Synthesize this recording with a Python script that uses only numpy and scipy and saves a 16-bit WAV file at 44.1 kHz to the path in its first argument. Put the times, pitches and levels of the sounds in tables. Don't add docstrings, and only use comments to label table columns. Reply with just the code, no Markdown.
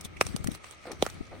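import sys
import numpy as np
from scipy import signal
from scipy.fft import rfft, irfft, next_fast_len
from scipy.io import wavfile
from scipy.ndimage import uniform_filter1d, map_coordinates

SR = 44100
rng = np.random.default_rng(int(sys.argv[2]) if len(sys.argv) > 2 else 0)


def transcribe(u):
    v = np.clip(np.atleast_2d(u).T, -1, 1)
    q = np.round(v * 32767).astype(np.int16)
    wavfile.write(sys.argv[1], SR, q)


N = 61739
PORT_LAG_S = 0.0001


def amp(db):
    return 10 ** (np.asarray(db) / 20)


def unit(x):
    return x / np.sqrt(np.mean(x ** 2) + 1e-20)


def along(points, hz):
    f, v = np.transpose(points)
    return np.interp(np.log(hz + 1), np.log(f + 1), v)


def clock():
    return np.arange(N) / SR


def envelope(points):
    return amp(np.interp(clock(), *np.transpose(points)))


def filtered(x, response):
    m = next_fast_len(N + SR // 4)
    return irfft(rfft(x, m) * response(np.fft.rfftfreq(m, 1 / SR)), m)[..., :N]


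def coloured(x, spectrum):
    return unit(filtered(x, lambda hz: amp(along(spectrum, hz))))


def resonance_db(hz, centre_hz, height_db, octaves):
    return height_db * np.exp(-(np.log2((hz + 1) / centre_hz) / octaves) ** 2)


def panned(pan_db):
    return amp([[pan_db / 2], [-pan_db / 2]])


def noise(correlation):
    a, b = rng.standard_normal((2, N))
    angle = np.arccos(np.clip(correlation, -1, 1)) / 2
    common, opposed = np.cos(angle) * a, np.sin(angle) * b
    return np.array([common + opposed, common - opposed])


def grains(per_s, hiss, correlation):
    clicks = noise(correlation) * (rng.random(N) < per_s / SR)
    return unit(clicks) + hiss * noise(correlation)


def patchy(x, depth_db, bins=7, frames=14):
    spectra = signal.stft(x, nperseg=256)[2]
    field = rng.standard_normal(spectra.shape[1:])
    field = uniform_filter1d(uniform_filter1d(field, bins, 0), frames, 1)
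    return signal.istft(spectra * amp(depth_db * unit(field)), nperseg=256)[1][:, :N]


def wind():
    # t/s, level/dB
    gusts = [(0, -47.5), (.12, -50), (.22, -44.5), (.26, -44.5), (.38, -43.5), (.49, -39), (.54, -45.5),
             (.59, -56.5), (.78, -67), (.95, -51.5), (.98, -45.5), (1.06, -44.5), (1.11, -49),
             (1.17, -46.5), (1.28, -53.5), (1.38, -44.5)]
    # f/Hz, relative level/dB
    spectrum = [(20, -36), (45, -11), (75, -4), (110, -8), (200, -13.5), (350, -15.5), (700, -32.5),
                (2000, -51)]
    return envelope(gusts) * panned(4) * coloured(noise(correlation=-0.0058), spectrum)


def distant_wash():
    # f/Hz, relative level/dB
    spectrum = [(45, -5.5), (80, 10.5), (115, 2.5), (220, -6.5), (720, -4), (930, -10), (1120, -11),
                (1250, 3), (1450, -12), (1750, -10.5), (2200, -2.5), (2700, -12.5), (6500, -22.5),
                (9000, -35), (11500, -59)]
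    return amp(-52) * coloured(noise(correlation=0.057), spectrum)


def crushed_ice(clumps_per_s=210, clump_db=2, treble_db=-49, treble_hz=10900, treble_exponent=2.6):
    # t/s, level/dB
    crushing = [(0, -59.5), (.065, -56), (.09, -94), (.15, -73), (.2, -58.5), (.24, -49.5), (.29, -48.5),
                (.40, -58), (.46, -60.5), (.50, -53.5), (.56, -49), (.595, -66.5), (.665, -50.5),
                (.695, -54), (.725, -50.5), (.77, -63), (.87, -53), (.91, -57.5), (.925, -52), (.98, -63.5),
                (1.035, -47.5), (1.10, -50.5), (1.17, -57), (1.4, -65.5)]
    # f/Hz, relative level/dB
    spectrum = [(400, 1), (1300, 8.5), (3000, 4), (6000, 3), (9000, -5.5), (11000, -4), (13000, -41),
                (15500, -20)]
    clumps = amp(clump_db * map_coordinates(rng.standard_normal(N // 20), [clock() * clumps_per_s]))
    crackle = patchy(clumps * grains(per_s=2500, hiss=0.82, correlation=0.24), depth_db=3.5)
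    crush = envelope(crushing)
    treble = unit(filtered(crackle, lambda hz: hz ** 4 / (hz ** 4 + treble_hz ** 4)))
    treble_gain = amp(treble_db) * (crush / crush.max()) ** treble_exponent
    return crush * coloured(crackle, spectrum) + treble_gain * treble


def bending_wave(at_s, centre_hz, lag_cycles, half_octaves=1.145, slope=2.3, knee_hz=70.9):
    def response(hz):
        octaves = np.abs(np.log2((hz + 1) / centre_hz))
        band = np.exp(-octaves / slope) / np.sqrt(1 + (octaves / half_octaves) ** (2 * slope))
        bass = amp(-15.5) * hz ** 2 / (hz ** 2 + knee_hz ** 2) / (1 + (hz / centre_hz) ** 4)
        port = np.array([[.5], [-.5]])
        cycles = hz * (at_s + port * PORT_LAG_S) + lag_cycles * np.log(1 + hz / knee_hz)
        phase = 2 * np.pi * cycles + port * 0.26
        return (band + bass) * np.exp(-1j * phase)
    wave = filtered(signal.unit_impulse(N), response)
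    return wave / np.abs(wave).max()


def fracture(at_s, decay_s, tilt_db, shard_hz, shard_db, rise_ratio=0.66, snap_s=0.00017):
    # f/Hz, relative level/dB
    spectrum = [(200, -18.5), (750, 7), (1500, 4.5), (3000, 1), (4200, 0), (6200, 3.5), (8500, -2),
                (11000, -3), (13000, -10), (15500, -11.5)]
    t = clock() - at_s
    strain = amp(-20) * np.exp(-np.abs(t) / 0.004)
    shape = np.exp(-np.maximum(t, -t / rise_ratio) / decay_s) + strain
    breaks = noise(correlation=0.18) * np.exp(0.42 * rng.standard_normal(N)) * shape
    snap = np.array([signal.unit_impulse(N, round((at_s + port * PORT_LAG_S) * SR))
                     for port in (.5, -.5)])
    burst = unit(breaks) + snap_s / decay_s * unit(snap)
    def colour(hz):
        shard = resonance_db(hz, shard_hz, shard_db, octaves=0.39)
        return amp(along(spectrum, hz) + shard + tilt_db * np.log2(1 + hz / 1000))
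    return unit(filtered(burst, colour)) * np.sqrt(np.mean(shape ** 2))


def cracks(lead_s=0.000783):
    # t/s; bending wave peak level/dB, centre f/Hz, lag/cycles;
    # burst level/dB, decay t/s, tilt/(dB per octave); shard f/Hz, boost/dB; left minus right level/dB
    events = [(0.0113, -48.5, 970, 1.5, -34.5, 0.0019, 7, 6550, 3, 2),
              (0.0498, -48, 793, 1.2, -34.5, 0.0069, 8.5, 3370, 13.5, -1),
              (0.0567, -41.5, 930, 1.2, -45, 0.0029, 2.5, 3330, 17, -15.5),
              (0.171, -71, 900, 1.3, -39.5, 0.0049, -1, 2290, 23.5, -8.5),
              (.2121, -5, 782, 1.131, -11.5, 0.0015, -1, 2530, 7, 0),
              (0.2248, -60, 900, 0.53, -32.5, 0.0016, 9, 2400, 19, -10),
              (0.2674, -29.5, 770, 1.2, -25, 0.00067, 2.5, 6260, 3.5, -6),
              (.3637, -29, 660, 1.4, -23.5, 0.00082, 3.5, 3600, 3.5, -4),
              (0.444, -31.5, 960, 1.4, -31.5, 0.002, 8, 6600, 0, 1),
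              (0.4736, -26.5, 1580, 1.2, -25, 0.0012, 4.5, 2050, 14, -3.5),
              (.5175, -63, 900, 1.6, -39, 0.0028, 8, 3600, 15.5, -3),
              (.5500, -34.5, 1010, 1.6, -37.5, 0.005, 13.5, 4160, 18, -4),
              (0.644, -38.5, 980, 1.19, -37, 0.0031, -6.5, 2180, 7, -5),
              (0.7113, -42.5, 990, 1.2, -38, 0.0011, 3, 7900, 9.5, -7.5),
              (0.9186, -32, 900, 1.2, -31.5, 0.0021, 0.5, 2190, 7.5, 0.5),
              (1.0250, -8.5, 503, 1.5, -13.5, 0.00089, 0.5, 3650, 7.5, -4),
              (1.0555, -38, 1280, 1.2, -46, 0.0025, -15, 1770, 22, -20),
              (1.0650, -18, 740, 1.2, -27, 0.0018, -0.5, 1510, 6, -3.5),
              (1.101, -41, 1000, 1.2, -40, 0.004, -1.5, 2500, -10, -0.5)]
    # f/Hz, level/dB
    tone_colour = [(150, 0), (330, 0.5), (520, -2), (760, -0.5), (980, -6), (1250, -0.5), (1650, -5),
                   (2100, -4), (2800, -1), (5000, -1.5)]
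    out = np.zeros((2, N))
    for at_s, bend_db, bend_hz, lag, burst_db, decay_s, tilt_db, shard_hz, shard_db, pan_db in events:
        bend = amp(bend_db) * bending_wave(at_s - lead_s, bend_hz, lag)
        burst = amp(burst_db) * fracture(at_s, decay_s, tilt_db, shard_hz, shard_db)
        out += panned(pan_db) * (bend + burst)
    return filtered(out, lambda hz: amp(along(tone_colour, hz)))


def echo(x):
    # f/Hz, t/s
    t60 = [(200, 0.019), (1500, 0.048), (6000, 0.031), (14000, 0.053)]
    # f/Hz, relative level/dB
    colour = [(200, -7), (1000, -0.5), (2500, -5), (6000, -1), (14000, 1)]
    hz, t, spectra = signal.stft(rng.standard_normal((2, SR // 4)), SR, nperseg=256)
    decay = amp(-60 * t / along(t60, hz)[:, None])
    tail = signal.istft(spectra * decay, SR, nperseg=256)[1]
    scatter = signal.fftconvolve(x, tail / np.linalg.norm(tail[0]), axes=1)[:, :N]
    return filtered(scatter, lambda f: amp(along(colour, f)))


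def thumps(sag_per_s=57.6, roughness=0.4, right_db=-10.5):
    # centre t/s, level/dB, f/Hz, half-length t/s
    knocks = [(0.054, -29, 165, 0.0069), (0.264, -24, 91, 0.0075), (0.303, -28, 107, 0.015),
              (.349, -20, 185, 0.0058), (0.407, -23, 118, 0.0053), (0.449, -26, 106, 0.0044),
              (.465, -22.5, 165, 0.0037), (0.4886, -13, 218, 0.0042), (0.518, -28.5, 178, 0.0029),
              (0.933, -31.5, 247, 0.0016), (1.138, -40, 139, 0.0035), (1.154, -36, 133, 0.0079),
              (1.212, -20, 203, 0.0048)]
    left = np.zeros(N)
    for at_s, db, hz, width_s in knocks:
        t = np.clip(clock() - at_s, -5 * width_s, 5 * width_s)
        cycles = hz * (1 - np.exp(-sag_per_s * t)) / sag_per_s
        rough = unit(filtered(rng.standard_normal(N), lambda f: 1 / (1 + (f / (2 * hz)) ** 4)))
        packet = amp(db) * np.exp(-(t / width_s) ** 2)
        left += packet * (np.cos(2 * np.pi * cycles) + roughness * rough)
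    return np.array([left, -amp(right_db) * left])


def scuffs(attack_share=0.21, release_share=0.97):
    # t/s, length t/s, level/dB, resonance f/Hz
    slips = [(0.8531, 0.0093, -37.5, 740), (0.863, 0.033, -40, 530), (0.897, 0.006, -40.5, 430),
             (0.904, 0.022, -41.5, 510), (1.307, 0.051, -46.5, 606), (1.339, 0.0026, -38, 610)]
    # f/Hz, relative level/dB
    sole = [(120, -12), (340, 2), (750, -4), (1000, -8.5), (1350, -7.5), (1750, -15), (2200, -10.5),
            (2900, -23.5), (12000, -65)]
    out = np.zeros((2, N))
    for at_s, length_s, db, sole_hz in slips:
        progress = (clock() - at_s) / length_s
        attack = np.clip(progress / attack_share, 0, 1)
        release = np.exp(-np.maximum(progress - .5, 0) / release_share)
        friction = grains(per_s=510, hiss=0.6, correlation=0.94)
        squeak = filtered(friction, lambda hz: amp(resonance_db(hz, sole_hz, height_db=7, octaves=0.74)))
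        out += amp(db) * attack * release * coloured(squeak, sole)
    return out


def scene():
    ice = cracks()
    return ice + amp(-4) * echo(ice) + crushed_ice() + scuffs() + thumps() + wind() + distant_wash()


def record(dry):
    # f/Hz, level/dB
    left = [(1000, -1), (4300, 1), (5100, -3.5), (6100, 1.5), (7100, -4.5), (8500, 3), (10500, -5)]
    # f/Hz, level/dB
    right = [(1000, -1), (4300, -0.5), (5000, -5), (5700, 1), (7100, -6.5), (8500, 7.5), (10500, -6)]
    return filtered(dry, lambda hz: amp([along(left, hz), along(right, hz)]) * (hz < 16100))


dry = scene()
out = record(dry)
transcribe(out)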